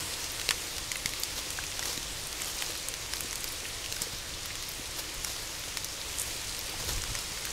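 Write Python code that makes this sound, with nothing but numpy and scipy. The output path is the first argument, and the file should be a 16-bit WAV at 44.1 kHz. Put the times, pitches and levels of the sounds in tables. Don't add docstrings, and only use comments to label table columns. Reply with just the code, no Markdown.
import sys
import numpy as np
from scipy import signal
from scipy.io import wavfile

SR = 44100
rng = np.random.default_rng(int(sys.argv[2]) if len(sys.argv) > 2 else 0)


def boost_factor(decibels):
    exponent = np.asarray(decibels, float) / 20
    return 10 ** exponent


def generate_wav(sig):
    pcm = np.round(np.clip(np.atleast_2d(sig).T, -1, 1) * 32767).astype(np.int16)
    wavfile.write(sys.argv[1], SR, pcm)


N = 331632


def rms_one(x):
    return x / np.sqrt(np.mean(x ** 2) + 1e-20)


def at_hz(points, hz):
    point_hz, point_db = np.transpose(points)
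    return np.interp(np.log(hz), np.log(point_hz), point_db)


def drift(rate_hz):
    r = np.exp(-80 * np.pi * rate_hz / SR)
    sparse = rng.standard_normal(N // 40 + 2002)
    slow = signal.lfilter([1], [1, -2 * r, r * r], sparse)[2000:]
    return np.interp(np.arange(N) / 40, np.arange(len(slow)), rms_one(slow))


def bands(low_hz, octaves):
    edges_hz = low_hz * 2 ** np.arange(0, octaves, 1 / 3)
    for low, high in zip(edges_hz, edges_hz[1:]):
        yield np.sqrt(low * high), signal.butter(2, [low, high], "band", fs=SR, output="sos")


def band_pass(x, low_hz, high_hz):
    band = signal.butter(2, [low_hz, min(high_hz, .45 * SR)], "band", fs=SR, output="sos")
    return signal.sosfilt(band, x)


def ring(hz, t60_s, size):
    t = np.arange(size) / SR
    return np.sin(2 * np.pi * hz * t) * boost_factor(-60 * t / t60_s)


def splashes(count, decay_s, contact):
    tail_s = 0.012
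    t = np.arange(1200) / SR
    envelope = np.exp(-t / decay_s) + 0.14 * np.exp(-t / tail_s)
    spray = rng.standard_normal((count, len(t))) * envelope
    spray[:, 0] += contact
    return spray


def place(times_s, sounds):
    out = np.zeros(N + sounds.shape[1])
    for s, sound in zip(times_s, sounds):
        start = round(s * SR)
        out[start:start + len(sound)] += sound
    return out[:N]


def swells(rows):
    drop_db = 20
    s, peak_db, rise_s, fall_s = np.transpose(rows)[:4, :, None]
    since_s = np.arange(0, N, 16) / SR - s
    rising = -since_s / np.maximum(rise_s, .002)
    falling = since_s / np.maximum(fall_s, .002)
    slope = np.where(since_s < 0, rising, falling)
    return boost_factor(np.maximum(peak_db - drop_db * slope, -140))


def every_sample(coarse):
    return np.interp(np.arange(N) / 16, np.arange(len(coarse)), coarse)


def all_drops():
    # (time [s], peak level [dB], leaf mode [Hz], body under 3 kHz [dB], top above 6.5 kHz [dB])
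    close_drops = [(0.489, -10, 4050, -5, -5), (0.5073, -9, 5400, 8, 3), (0.916, -17, 6500, -14, -3),
                   (0.956, -19, 2680, 5, -2), (1.058, -9.5, 2200, -5, -2.5), (1.0914, -23, 8000, -21, -3),
                   (1.234, -12.5, 7200, -14, 2), (1.5034, -20, 7900, -10, -2), (1.7926, -19, 5870, -12, -8),
                   (1.855, -22, 6000, -3, -1), (2.418, -17, 7540, 9, 12), (2.4445, -21, 8900, -3, 4),
                   (2.6219, -14.5, 3100, 2, -1), (2.8846, -16, 8500, 6, 17), (3.1347, -15.5, 5030, -0.5, 2),
                   (3.2061, -18.5, 10300, 4, 8), (3.3282, -19, 7830, 3, 1), (3.3555, -17, 4440, -22, 6),
                   (3.4416, -17.5, 4830, -3, 3), (3.9235, -14.5, 2920, -7, -5),
                   (4.018, -15.5, 8250, -10, 4), (5.246, -15, 5570, -6, 3), (5.7706, -16, 7740, -6, -3),
                   (5.8444, -17.5, 5920, -34, -4)]
    # (time [s], peak level [dB], leaf mode [Hz])
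    small_drops = [(0.2414, -21, 6050), (0.3962, -22, 5900), (0.4135, -19, 3920), (0.781, -19.5, 5000),
                   (1.1353, -22, 4100), (1.6381, -20, 2600), (1.8264, -19, 1930), (1.9289, -22, 5600),
                   (1.9754, -21.5, 3960), (2.0286, -22.5, 5700), (2.3268, -23, 5870), (2.415, -29, 2140),
                   (2.7028, -24, 4100), (2.7524, -23, 4040), (2.9387, -19.5, 6070), (3.1675, -20.5, 4000),
                   (3.86, -21.5, 2800), (3.9648, -22, 4850), (4.457, -26, 4290), (4.5535, -21, 6900),
                   (4.6245, -23, 6330), (4.989, -27, 4830), (6.365, -28, 4030), (1.532, -32, 4000),
                   (6.493, -22, 4100), (6.9795, -22.5, 2440), (7.037, -21, 4850), (7.151, -18.5, 5900),
                   (7.188, -20.5, 5130), (7.451, -20.5, 6400)]
    small = []
    for s, peak_db, hz in small_drops:
        octaves = np.log2(hz / 5000)
        body_db = -3 - 4.0 * octaves
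        top_db = -3 + 2 * octaves
        small.append((s, peak_db, hz, body_db, top_db))
    return np.transpose(close_drops + small)[:, :, None]


def rain():
    # (time [s], level [dB])
    rain_level = [(0.0, -37), (0.27, -39), (0.67, -38.5), (0.88, -40), (1.3, -38.5), (1.86, -39.5),
                  (2.28, -39.5), (2.6, -38.5), (2.9, -40.5), (3.44, -39.5), (4.19, -40.5), (4.77, -40.5),
                  (5.59, -40), (5.97, -40.5), (6.22, -39), (6.5, -39.5), (7.01, -39), (7.52, -39)]
    # (frequency [Hz], density [dB per Hz])
    rain_colour = [(88, -30), (150, -2), (226, -9.5), (313, 1), (385, -3.5), (515, 1), (666, -5),
                   (1020, -2.5), (1650, -4), (1990, -0.5), (4610, 1), (9000, -2.5), (11200, -8),
                   (12800, -11), (16000, -16)]
    patter_per_s, patter_db, patter_spread_db = 150, -11.5, 5
    patter_decay_s, patter_hz, patter_octaves = 0.0014, 8900, 1.2

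    litter_db = np.interp(np.arange(N) / SR, *np.transpose(rain_level))
    swing_db = litter_db - litter_db.mean()
    spray_db = -44.6 + 1.56 * swing_db
    drone_db = -47 + 0.98 * swing_db

    chance, size, pitch = rng.random(N), rng.exponential(1, N), rng.standard_normal(N)
    at = np.flatnonzero(chance < patter_per_s * boost_factor(3.0 * drift(6)) / SR)
    strength = boost_factor(patter_db + patter_spread_db * np.minimum(size[at], 3.5))
    octave = np.log2(patter_hz) + .9 * pitch[at]

    white, together = rng.standard_normal((2, N)), drift(41)
    fade = np.exp(-1 / (patter_decay_s * SR))
    layers = np.zeros((3, N))
    for k, (hz, band) in enumerate(bands(140, 7.1)):
        hits = np.full(N, 1e-18)
        hits[at] = strength * np.exp(-((np.log2(hz) - octave) / patter_octaves) ** 2)
        opening = 1 + signal.lfilter([1], [1, -fade], hits)
        noise = signal.sosfilt(band, white[k % 2] * opening)
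        noise = rms_one(noise) * np.sqrt(hz)
        flicker_db = (0.067 * together + 0.92 * drift(8.7)) * min(hz / 3000, 1)
        layer = np.searchsorted([1600, 6800], hz)
        layers[layer] += noise * boost_factor(at_hz(rain_colour, hz) + flicker_db)
    drone, litter, spray = map(rms_one, layers)
    return boost_factor(litter_db - 0.08) * litter + boost_factor(spray_db) * spray + boost_factor(drone_db) * drone


def rustle():
    # (time [s], peak level [dB], rise [s], fall [s], brightness [dB])
    stir_rows = [(0.0, -35, .02, 0.018, -10), (0.246, -39, 0.082, .01, -12), (1.38, -32.5, 0.03, 0.056, -7),
                 (1.875, -31.5, 0.073, 0.14, -10), (2.408, -38, .03, .06, -11), (2.48, -35, 0.068, .07, -5),
                 (2.62, -37.5, 0.0091, .2, -9), (4.022, -34, 0.027, 0.054, -7),
                 (4.992, -35.5, 0.039, 0.056, -4), (5.245, -35, .01, 0.017, -3),
                 (5.27, -38.5, .01, 0.4, -7), (6.21, -42, 0.098, .14, 4.5), (6.28, -41, .08, .06, -5),
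                 (6.8, -37.5, .02, 0.14, -12), (6.894, -30.5, 0.038, 0.092, -8),
                 (7.158, -38, .2, 0.016, -23), (7.188, -42, .02, 0.078, -15)]
    # (low edge [Hz], high edge [Hz])
    litter_bands = [(300, 2300), (3000, 8000), (7000, 12500)]
    cracks_per_s, crack_decay_s = 1800, 0.0011

    stirs = swells(stir_rows)
    level = every_sample(stirs.max(axis=0))
    bright = every_sample((stirs * boost_factor(np.array(stir_rows)[:, -1:])).max(axis=0))
    crack_gain = boost_factor(1.4 * np.minimum(rng.exponential(1, N), 3))
    cracks = (rng.random(N) < cracks_per_s / SR) * crack_gain
    fade = np.exp(-1 / (crack_decay_s * SR))
    gate = .5 + signal.lfilter([1], [1, -fade], cracks + 1e-18)
    noise = gate * rng.standard_normal(N)
    crunch, crackle, fizz = (rms_one(band_pass(noise, *band)) for band in litter_bands)
    return level * (boost_factor(-7.0) * crunch + crackle) + bright * fizz


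def air():
    # (frequency [Hz], density [dB per Hz])
    air_colour = [(7.1, -30), (12, 1.5), (49, -0.5), (112, -4.5), (190, -15.5), (250, -24), (420, -120)]
    # (time [s], peak level [dB], rise [s], fall [s])
    puffs = [
        (0.0, -32.5, .05, 0.081),
        (0.79, -49, .15, .2),
        (2.14, -41, 0.054, 0.095),
        (4.3, -47, 0.39, .3),
        (5.19, -43, .07, 0.08),
        (6.86, -39, 0.084, .15),
        (6.97, -34, 0.26, 0.093),
        (7.12, -37, 0.2, 0.046),
        (7.2, -55, .06, .08),
    ]
    white = rng.standard_normal((2, N))
    rumble = np.zeros(N)
    for k, (hz, band) in enumerate(bands(12, 4.5)):
        rumble += signal.sosfilt(band, white[k % 2]) * boost_factor(at_hz(air_colour, hz))
    breeze = boost_factor(-48 + 1.05 * drift(9.6))
    puff = every_sample(swells(puffs).max(axis=0))
    return np.hypot(breeze, puff) * rms_one(rumble)


def ticks():
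    # (time [s], peak level [dB])
    strong_ticks = [(0.2019, -27), (0.3177, -25), (0.5072, -24), (1.1982, -19), (1.2196, -25), (1.2346, -24),
                    (1.8397, -30), (2.2702, -29), (2.4049, -31), (2.5656, -24), (2.6219, -27), (2.7107, -28),
                    (3.1592, -25), (3.2061, -21), (3.3563, -23), (3.4416, -23), (3.4865, -26), (3.5219, -23),
                    (3.9235, -24), (4.4573, -24), (4.6897, -19), (4.7162, -24), (5.1422, -27), (5.2435, -26),
                    (5.5942, -27), (5.8436, -20), (6.1968, -34), (6.8453, -27), (6.5899, -24), (7.453, -20)]
    drop_s, drop_db = all_drops()[:2]
    strong_s, strong_db = np.transpose(strong_ticks)[:, :, None]
    thrown_db = -30 + .4 * (drop_db - drop_db.mean())
    s = np.vstack([strong_s, drop_s])
    peak_db = np.vstack([strong_db, thrown_db])
    spray = splashes(count=len(s), decay_s=0.00036, contact=4.0)
    return place(s[:, 0] + .001, boost_factor(peak_db) * band_pass(spray, 10800, 14700))


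def drops():
    # (low edge [Hz], high edge [Hz])
    leaf_bands = [(1100, 3000), (3000, 6500), (6500, 11000)]
    s, peak_db, hz, low_db, high_db = all_drops()
    spray = splashes(count=len(s), decay_s=0.0011, contact=4.5)
    hollow = hz < 3000
    body, middle, top = (band_pass(spray, *band) for band in leaf_bands)
    splash = boost_factor(low_db + 2.5 - 12.0 * hollow) * body
    splash -= boost_factor(-2.5) * middle
    splash += boost_factor(high_db - 0.7) * top
    mode_db = np.where(hollow, low_db, np.where(hz < 6500, 2.5, high_db))
    t60_s = .013 * (4000 / hz) ** .4
    mode = boost_factor(mode_db - 5.0 + 1.5 * hollow) * ring(hz, t60_s, size=1200)
    shape = splash + mode
    peak = np.abs(shape).max(axis=1, keepdims=True)
    return place(s[:, 0] + .001, boost_factor(peak_db + 1.25) * shape / peak)


def thumps():
    # (time [s], peak level [dB], mode [Hz])
    ground_hits = [(0.488, -28, 493), (1.055, -29, 157), (1.132, -46, 291), (1.79, -42, 326),
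                   (1.977, -32, 270), (2.618, -39, 614), (2.697, -35, 480), (3.203, -39, 145),
                   (3.247, -33, 298), (3.632, -38, 394), (3.918, -41, 455), (4.016, -32, 162),
                   (4.069, -35, 447), (4.135, -32, 132), (4.796, -32.5, 276), (5.677, -39, 517),
                   (6.356, -37, 323), (6.739, -34, 750), (6.837, -36, 490), (7.316, -33.5, 148)]
    s, peak_db, hz = np.transpose(ground_hits)[:, :, None]
    rise_s = 0.00095
    rounded = 1 - np.exp(-np.arange(3000) / (rise_s * SR))
    return place(s[:, 0], boost_factor(peak_db + 6.5) * rounded * ring(hz, 0.018, size=3000))


def plinks():
    # (time [s], peak level [dB], mode [Hz])
    leaf_rings = [(0.489, -21, 2760), (0.507, -21, 2100), (0.507, -27, 7500), (1.058, -22, 4500),
                  (1.057, -25.5, 2100), (1.233, -25, 4620), (1.058, -32, 7900), (3.9235, -28, 4030),
                  (3.9235, -31, 6300), (1.7916, -33, 840), (1.7916, -27, 3420), (2.622, -42, 1500),
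                  (0.915, -27, 2050), (0.9573, -26.5, 2020), (1.1348, -32, 2170), (1.5872, -22, 1620),
                  (1.7916, -32, 1530), (2.9385, -43, 1920), (3.6531, -32, 1850), (3.966, -34, 1550),
                  (4.5042, -29, 2140), (5.7703, -27, 2170)]
    s, peak_db, hz = np.transpose(leaf_rings)[:, :, None]
    return place(s[:, 0] + 0.00099, boost_factor(peak_db + 1.0) * ring(hz, 0.017, size=1200))


def faint_drops():
    # (time [s], peak level [dB], pitch [Hz])
    faint_hits = [(0.968, -27, 8500), (1.665, -25, 6000), (2.2692, -28, 9000), (2.3992, -29, 2480),
                  (2.457, -24, 7500), (2.662, -21, 5500), (2.775, -29, 9500), (3.3088, -22, 6500),
                  (3.4054, -24, 8240), (3.478, -24, 4780), (3.6531, -29, 2700), (3.8406, -31, 2680),
                  (4.337, -28, 4000), (4.432, -29, 5340), (4.504, -31.5, 2150), (4.7155, -30, 5000),
                  (5.0404, -32, 3300), (5.366, -30, 3950), (6.014, -25, 4670), (6.1843, -20, 8180),
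                  (6.471, -29, 7000), (6.5903, -30, 5000), (6.6944, -26.5, 4440), (6.93, -26, 6500),
                  (7.0184, -24, 6900), (6.1963, -16.5, 9200), (6.2164, -18, 7600), (7.47, -30, 1510),
                  (7.5033, -25, 5920)]
    patch_octaves = .5
    s, peak_db, hz = np.transpose(faint_hits)
    spray = splashes(count=len(s), decay_s=0.0007, contact=1.3)
    spread = 2 ** (patch_octaves / 2)
    shape = np.array([band_pass(one, mid / spread, mid * spread) for one, mid in zip(spray, hz)])
    peak = np.abs(shape).max(axis=1, keepdims=True)
    return place(s + 0.000997, boost_factor(peak_db[:, None] + 1.0) * shape / peak)


def trunks(x):
    dull = signal.lfilter([.4], [1, -.6], x)
    out = x.copy()
    for lag_s, echo_db in [(.0021, -29), (.0083, -23.5), (.017, -25)]:
        lag = round(lag_s * SR)
        out[lag:] += boost_factor(echo_db) * dull[:-lag]
    return out


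def scene():
    bed = rain()
    close = rustle() + ticks() + drops() + thumps() + plinks() + faint_drops()
    return (bed + trunks(close) + air())[None]


def low_pass(x):
    return signal.sosfilt(signal.butter(12, 16650, fs=SR, output="sos"), x)


def record(dry):
    top_cut = signal.ellip(12, .5, 58, 15720, fs=SR, output="sos")
    mix = signal.sosfilt(top_cut, dry)
    return low_pass(mix)


dry = scene()
out = record(dry)
generate_wav(out)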